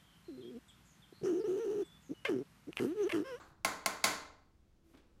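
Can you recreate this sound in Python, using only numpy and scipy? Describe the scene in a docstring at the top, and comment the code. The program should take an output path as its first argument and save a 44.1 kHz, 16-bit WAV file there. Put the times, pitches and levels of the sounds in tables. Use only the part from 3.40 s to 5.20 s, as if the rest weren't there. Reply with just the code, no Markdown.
"""A small tiled bathroom, with a wall close by. A hard object is knocked three times, the last hardest.
Each knock reaches the microphone as a dry crack and a short hollow ring; the near wall throws
the crack back, and the tiles hold the sound for half a second. An earlier sound is dying away
at the start. Quiet handling brings soft brushing, low thumps and, late on, two light bumps.
Under it all lies the room tone, a low rumble and a hum."""
import sys
import numpy as np
from scipy import signal
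from scipy.fft import rfft, irfft
from scipy.io import wavfile

SR = 44100
rng = np.random.default_rng(int(sys.argv[2]) if len(sys.argv) > 2 else 0)


def inscribe(sig):
    """Save sig as 16-bit PCM at rate SR to the path in sys.argv[1].

    A 1-D sig is mono; a 2-D sig holds one channel per row.
    Samples are clipped to [-1, 1] before scaling.
    """
    pcm = np.round(np.clip(np.atleast_2d(sig).T, -1, 1) * 32767)
    wavfile.write(sys.argv[1], SR, pcm.astype(np.int16))


N = 79380
T = np.arange(N) / SR
HZ = np.fft.rfftfreq(N, 1 / SR)

# How long the tiles hold a sound. Each row: frequency in Hz, seconds to fall 60 dB.
ROOM_T60 = [(100, 0.23), (300, .65), (1050, 0.61), (2500, 0.49), (4500, 0.5), (7000, .41), (10000, 0.34),
            (15000, 0.29)]


def amp(db):
    """Decibels to gain."""
    return 10 ** (np.asarray(db) / 20)


def unit(x):
    """Scales to an rms of one."""
    return x / np.sqrt(np.mean(x ** 2) + 1e-20)


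def read(points, hz):
    """Reads a table along a log-frequency axis."""
    f, value = np.transpose(points)
    return np.interp(np.log(hz + 1), np.log(f + 1), value)


def add(mix, start_s, sound):
    """Mixes a sound in at a time."""
    part = mix[round(start_s * SR):][:len(sound)]
    part += sound[:len(part)]


def colour(x, gain_db):
    """Minimum-phase filter with the given gain at each of HZ."""
    log_gain = np.log(amp(gain_db))
    phase = -signal.hilbert(np.r_[log_gain, log_gain[-2:0:-1]]).imag[:len(HZ)]
    impulse = irfft(np.exp(log_gain + 1j * phase))[:4096]
    return signal.fftconvolve(x, impulse)[:N]


def noise(spectrum):
    """Steady noise with the given spectral shape and an rms of one."""
    return unit(irfft(rfft(rng.standard_normal(N)) * amp(read(spectrum, HZ)), N))


def burst(envelope):
    """Noise under an envelope, evened in spectrum, with an energy of one."""
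    x = rng.standard_normal(N) * envelope
    x = irfft(np.exp(1j * np.angle(rfft(x))), N) * np.sqrt(envelope)
    return x / np.linalg.norm(x)


def puff(hz, db, peak_s):
    """A low tone that swells to a peak and falls away."""
    return amp(db) * T / peak_s * np.exp(1 - T / peak_s) * np.sin(2 * np.pi * hz * T)


def reflections():
    """Dense reflections off the tiles, each band dying at its own speed."""
    hz, t, bands = signal.stft(rng.standard_normal(N), SR, nperseg=256)
    decay = amp(-60 * t / read(ROOM_T60, hz)[:, None])
    x = signal.istft(bands * decay, SR, nperseg=256)[1][:N]
    return x / np.linalg.norm(x)


def room_tone(hum_hz=331, hum_width_hz=3.4):
    """Low rumble and a hum that wavers slightly in pitch."""
    # The rumble. Each row: frequency in Hz, relative level in dB.
    rumble_spectrum = [(15, -4.5), (28, 0.5), (45, -9.5), (65, 1.5), (110, -11.5), (200, -11.5), (330, -18),
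                       (500, -24), (1000, -31.5), (2500, -37), (6000, -40.5), (10000, -47.5),
                       (16000, -50.5)]
    # The hum's rise and fall. Each row: time in seconds, level in dB.
    hum_levels = [(0, -77), (1.0, -85), (1.39, -86.5), (1.46, -71), (1.53, -70.5), (1.6, -79.5),
                  (1.8, -78.5)]
    narrow_band = irfft(rfft(rng.standard_normal(N)) * np.exp(-((HZ - hum_hz) / hum_width_hz) ** 2), N)
    hum = unit(np.cos(np.angle(signal.hilbert(narrow_band))))
    hum *= amp(np.interp(T, *np.transpose(hum_levels)))
    return amp(-67) * noise(rumble_spectrum) + hum


def earlier_sound():
    """Reverberation already dying away at the start."""
    # Its colour. Each row: frequency in Hz, gain in dB.
    fading_spectrum = [(100, -14.5), (300, -3), (550, -9.5), (800, -6), (1100, -1.5), (1550, -4),
                       (1850, -12), (3000, -21), (4300, -16), (5500, -24.5), (7200, -18.5), (9000, -32.5),
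                       (15000, -39.5)]
    return amp(-8.5) * colour(reflections(), read(fading_spectrum, HZ))


def bump(level_db, dull_hz, rise_s, thud_db, scuff_t60=0.068, thud_hz=270, thud_t60=0.072):
    """A soft scuffing contact with a low thud and a little room."""
    # The scuff's colour. Each row: frequency in Hz, gain in dB.
    scuff_spectrum = [(60, -7.5), (200, -8), (290, 7), (450, 1), (900, -2.5), (1900, -5.5), (2500, -4.5),
                      (5000, -10.5), (16000, -24)]
    rise, after = np.minimum(T / rise_s, 1), np.maximum(T - rise_s, 0)
    scuff = burst(rise * amp(-60 * after / scuff_t60))
    thud = rise ** 2 * amp(thud_db - 60 * after / thud_t60) * np.sin(2 * np.pi * thud_hz * T)
    room = amp(1.5) * reflections() * rise
    tone_db = read(scuff_spectrum, HZ) - 10 * np.log10(1 + (HZ / dull_hz) ** 2)
    return thud + amp(level_db) * colour(scuff + room, tone_db)


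def handling():
    """A faint rustle, light bumps, low thumps, and brushing that swells and fades."""
    # Rustle and brushing. Each row: frequency in Hz, relative level in dB.
    rustle_spectrum = [(100, -8.5), (350, 2.5), (600, -11.5), (1200, -16), (2500, -23), (6000, -30.5),
                       (10000, -32), (16000, -44.5)]
    brush_spectrum = [(500, 1), (3000, 0.5), (8000, -4), (11000, -3), (13500, -3), (16000, -23)]
    # The rustle comes up near the end. Each row: time in seconds, level in dB.
    rustle_levels = [(1.35, -100), (1.5, -75), (1.65, -78.5), (1.8, -72.5)]
    # Each row: start in seconds, scuff gain in dB, treble cutoff in Hz, rise in seconds, thud in dB.
    light_bumps = [(1.529, -24, 1800, 0.021, -55), (1.572, -29.5, 8000, .002, -76)]
    # Each row: start in seconds, pitch in Hz, level in dB.
    low_thumps = [(0.11, 140, -58.5), (0.197, 110, -60)]
    # Each row: start in seconds, length in seconds, level in dB.
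    brush_strokes = [(0.013, 0.13, -77.5), (1.424, 0.19, -78.5)]
    out = noise(rustle_spectrum) * amp(np.interp(T, *np.transpose(rustle_levels)))
    for start_s, *settings in light_bumps:
        add(out, start_s, bump(*settings))
    for start_s, hz, db in low_thumps:
        add(out, start_s, puff(hz, db, peak_s=0.0074))
    for start_s, length_s, db in brush_strokes:
        swell = np.sin(np.pi * np.clip((T - start_s) / length_s, 0, 1))
        out += amp(db) * noise(brush_spectrum) * swell
    return out


def standing_waves(build_s=0.0027):
    """The room's strongest resonances swell and die at its own rate, over a short low boom."""
    # Resonances and boom. Each row: frequency in Hz, relative level in dB.
    room_modes = [(173, -51), (206, -52), (270, -50), (298, -52), (429, -50), (474, -53), (607, -48),
                  (654, -49), (749, -51), (797, -53), (903, -48), (1013, -47), (1053, -44), (1077, -45),
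                  (1309, -51), (1328, -50), (1350, -49), (1464, -52), (1512, -49), (1590, -52), (2023, -50),
                  (2093, -47), (2368, -53), (2630, -56), (4471, -52), (4592, -55), (6409, -53), (6992, -54)]
    boom_tones = [(115, -56.5), (200, -49), (305, -46)]
    waves = np.zeros(N)
    for hz, db in room_modes:
        waves += amp(db - 60 * T / read(ROOM_T60, hz)) * np.sin(2 * np.pi * (hz * T + rng.random()))
    boom = sum(puff(hz, db, peak_s=0.02) for hz, db in boom_tones)
    return amp(0.5) * (1 - np.exp(-T / build_s)) * waves + boom


def tile_wash(common_tail, common_share=0.6, onset_s=0.009, build_s=0.0013):
    """The room's answer to a knock: reflections partly common to all knocks, partly its own."""
    # The tiled room's colour. Each row: frequency in Hz, gain in dB.
    room_spectrum = [(40, -16.5), (110, -9.5), (190, -5), (290, -4.5), (500, -7), (660, -2.5), (1050, -2.5),
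                     (1450, -1), (1750, -5), (2100, -2), (2800, -12), (4400, -8.5), (5400, -13),
                     (7000, -7.5), (8200, -15.5), (11000, -14.5), (16000, -27.5)]
    build = np.clip((T - onset_s) / build_s, 0, 1)
    diffuse = np.sqrt(common_share) * common_tail + np.sqrt(1 - common_share) * reflections()
    return amp(7) * colour(build * diffuse, read(room_spectrum, HZ))


def hollow_ring(swell_cycles=2.6):
    """The object's modes swell over their first cycles and die, neighbours starting in opposite sign."""
    # Each row: frequency in Hz, relative level in dB, seconds to fall 60 dB.
    object_modes = [(658, -24, 0.04), (835, -24, 0.026), (1064, -29.5, 0.074), (1381, -29.5, .04),
                    (1617, -32.5, .04), (2069, -26, .033), (2215, -28, 0.045), (2644, -31.5, .03),
                    (4570, -31, .033), (5370, -34.5, 0.013), (6410, -31.5, .03), (7160, -39.5, 0.017),
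                    (9830, -33.5, 0.01)]
    out = np.zeros(N)
    for k, (hz, db, t60) in enumerate(object_modes):
        swell = np.minimum(T * hz / swell_cycles, 1)
        out += (-1) ** k * swell * amp(db - 60 * T / t60) * np.sin(2 * np.pi * hz * T)
    return out


def contact_crack(t60, hold_s=0.0015, spread_db=10):
    """The contact cracks as a cluster of tiny slips of uneven size, quickly dying."""
    # The crack's colour. Each row: frequency in Hz, gain in dB.
    crack_spectrum = [(60, -25), (280, -12), (460, -28), (680, -10), (1300, -11), (1750, -10.5), (2200, -3),
                      (3100, -2.5), (5500, -3), (8000, -7.5), (10500, -4.5), (14000, -15), (17000, -15)]
    slips = rng.choice([-1, 1], N) * amp(spread_db * np.minimum(rng.standard_normal(N), 2.5))
    slips *= amp(-60 * np.maximum(T - hold_s, 0) / t60)
    return amp(3) * colour(slips / np.linalg.norm(slips), read(crack_spectrum, HZ))


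def knock(common_tail, waves, level_db, treble_db, send_db, ring_db, bite_db, crack_t60):
    """Crack and ring reach the microphone first, then the near wall's echo, then the room."""
    wall_delay_s, wall_db = 0.0031, -4.5
    treble_hz, bite_hz = 3000, 3850
    crack = contact_crack(crack_t60)
    near = amp(ring_db) * hollow_ring() + crack
    add(near, wall_delay_s, amp(wall_db) * crack)
    room = tile_wash(common_tail) + waves
    shelf_db = treble_db * HZ ** 2 / (HZ ** 2 + treble_hz ** 2)
    bell_db = bite_db * np.exp(-np.log2((HZ + 1) / bite_hz) ** 2)
    return amp(level_db) * colour(near + amp(send_db) * room, shelf_db + bell_db)


def scene():
    """Three knocks over the quiet bathroom, in mono."""
    # Each row: start in seconds; gains in dB for the whole knock, its treble, room send, ring
    # and bite near 4 kHz; seconds for the crack to fall 60 dB.
    three_knocks = [(0.2475, -3.5, 0.5, 2, 3, -1, 0.033), (0.46, -3, 1.5, -0.5, 1, -0.5, 0.026),
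                    (0.6408, -2, 4.5, 3.5, 0, 1.5, 0.045)]
    out = room_tone() + earlier_sound() + handling()
    common_tail, waves = reflections(), standing_waves()
    for start_s, *settings in three_knocks:
        add(out, start_s, knock(common_tail, waves, *settings))
    return out[None]


def record(dry):
    """The recorder cuts off everything above 16 kHz."""
    lowpass = signal.firwin(511, 16000, window=("kaiser", 9), fs=SR)
    return signal.oaconvolve(dry, lowpass[None], "same")


dry = scene()
out = record(dry)
inscribe(out)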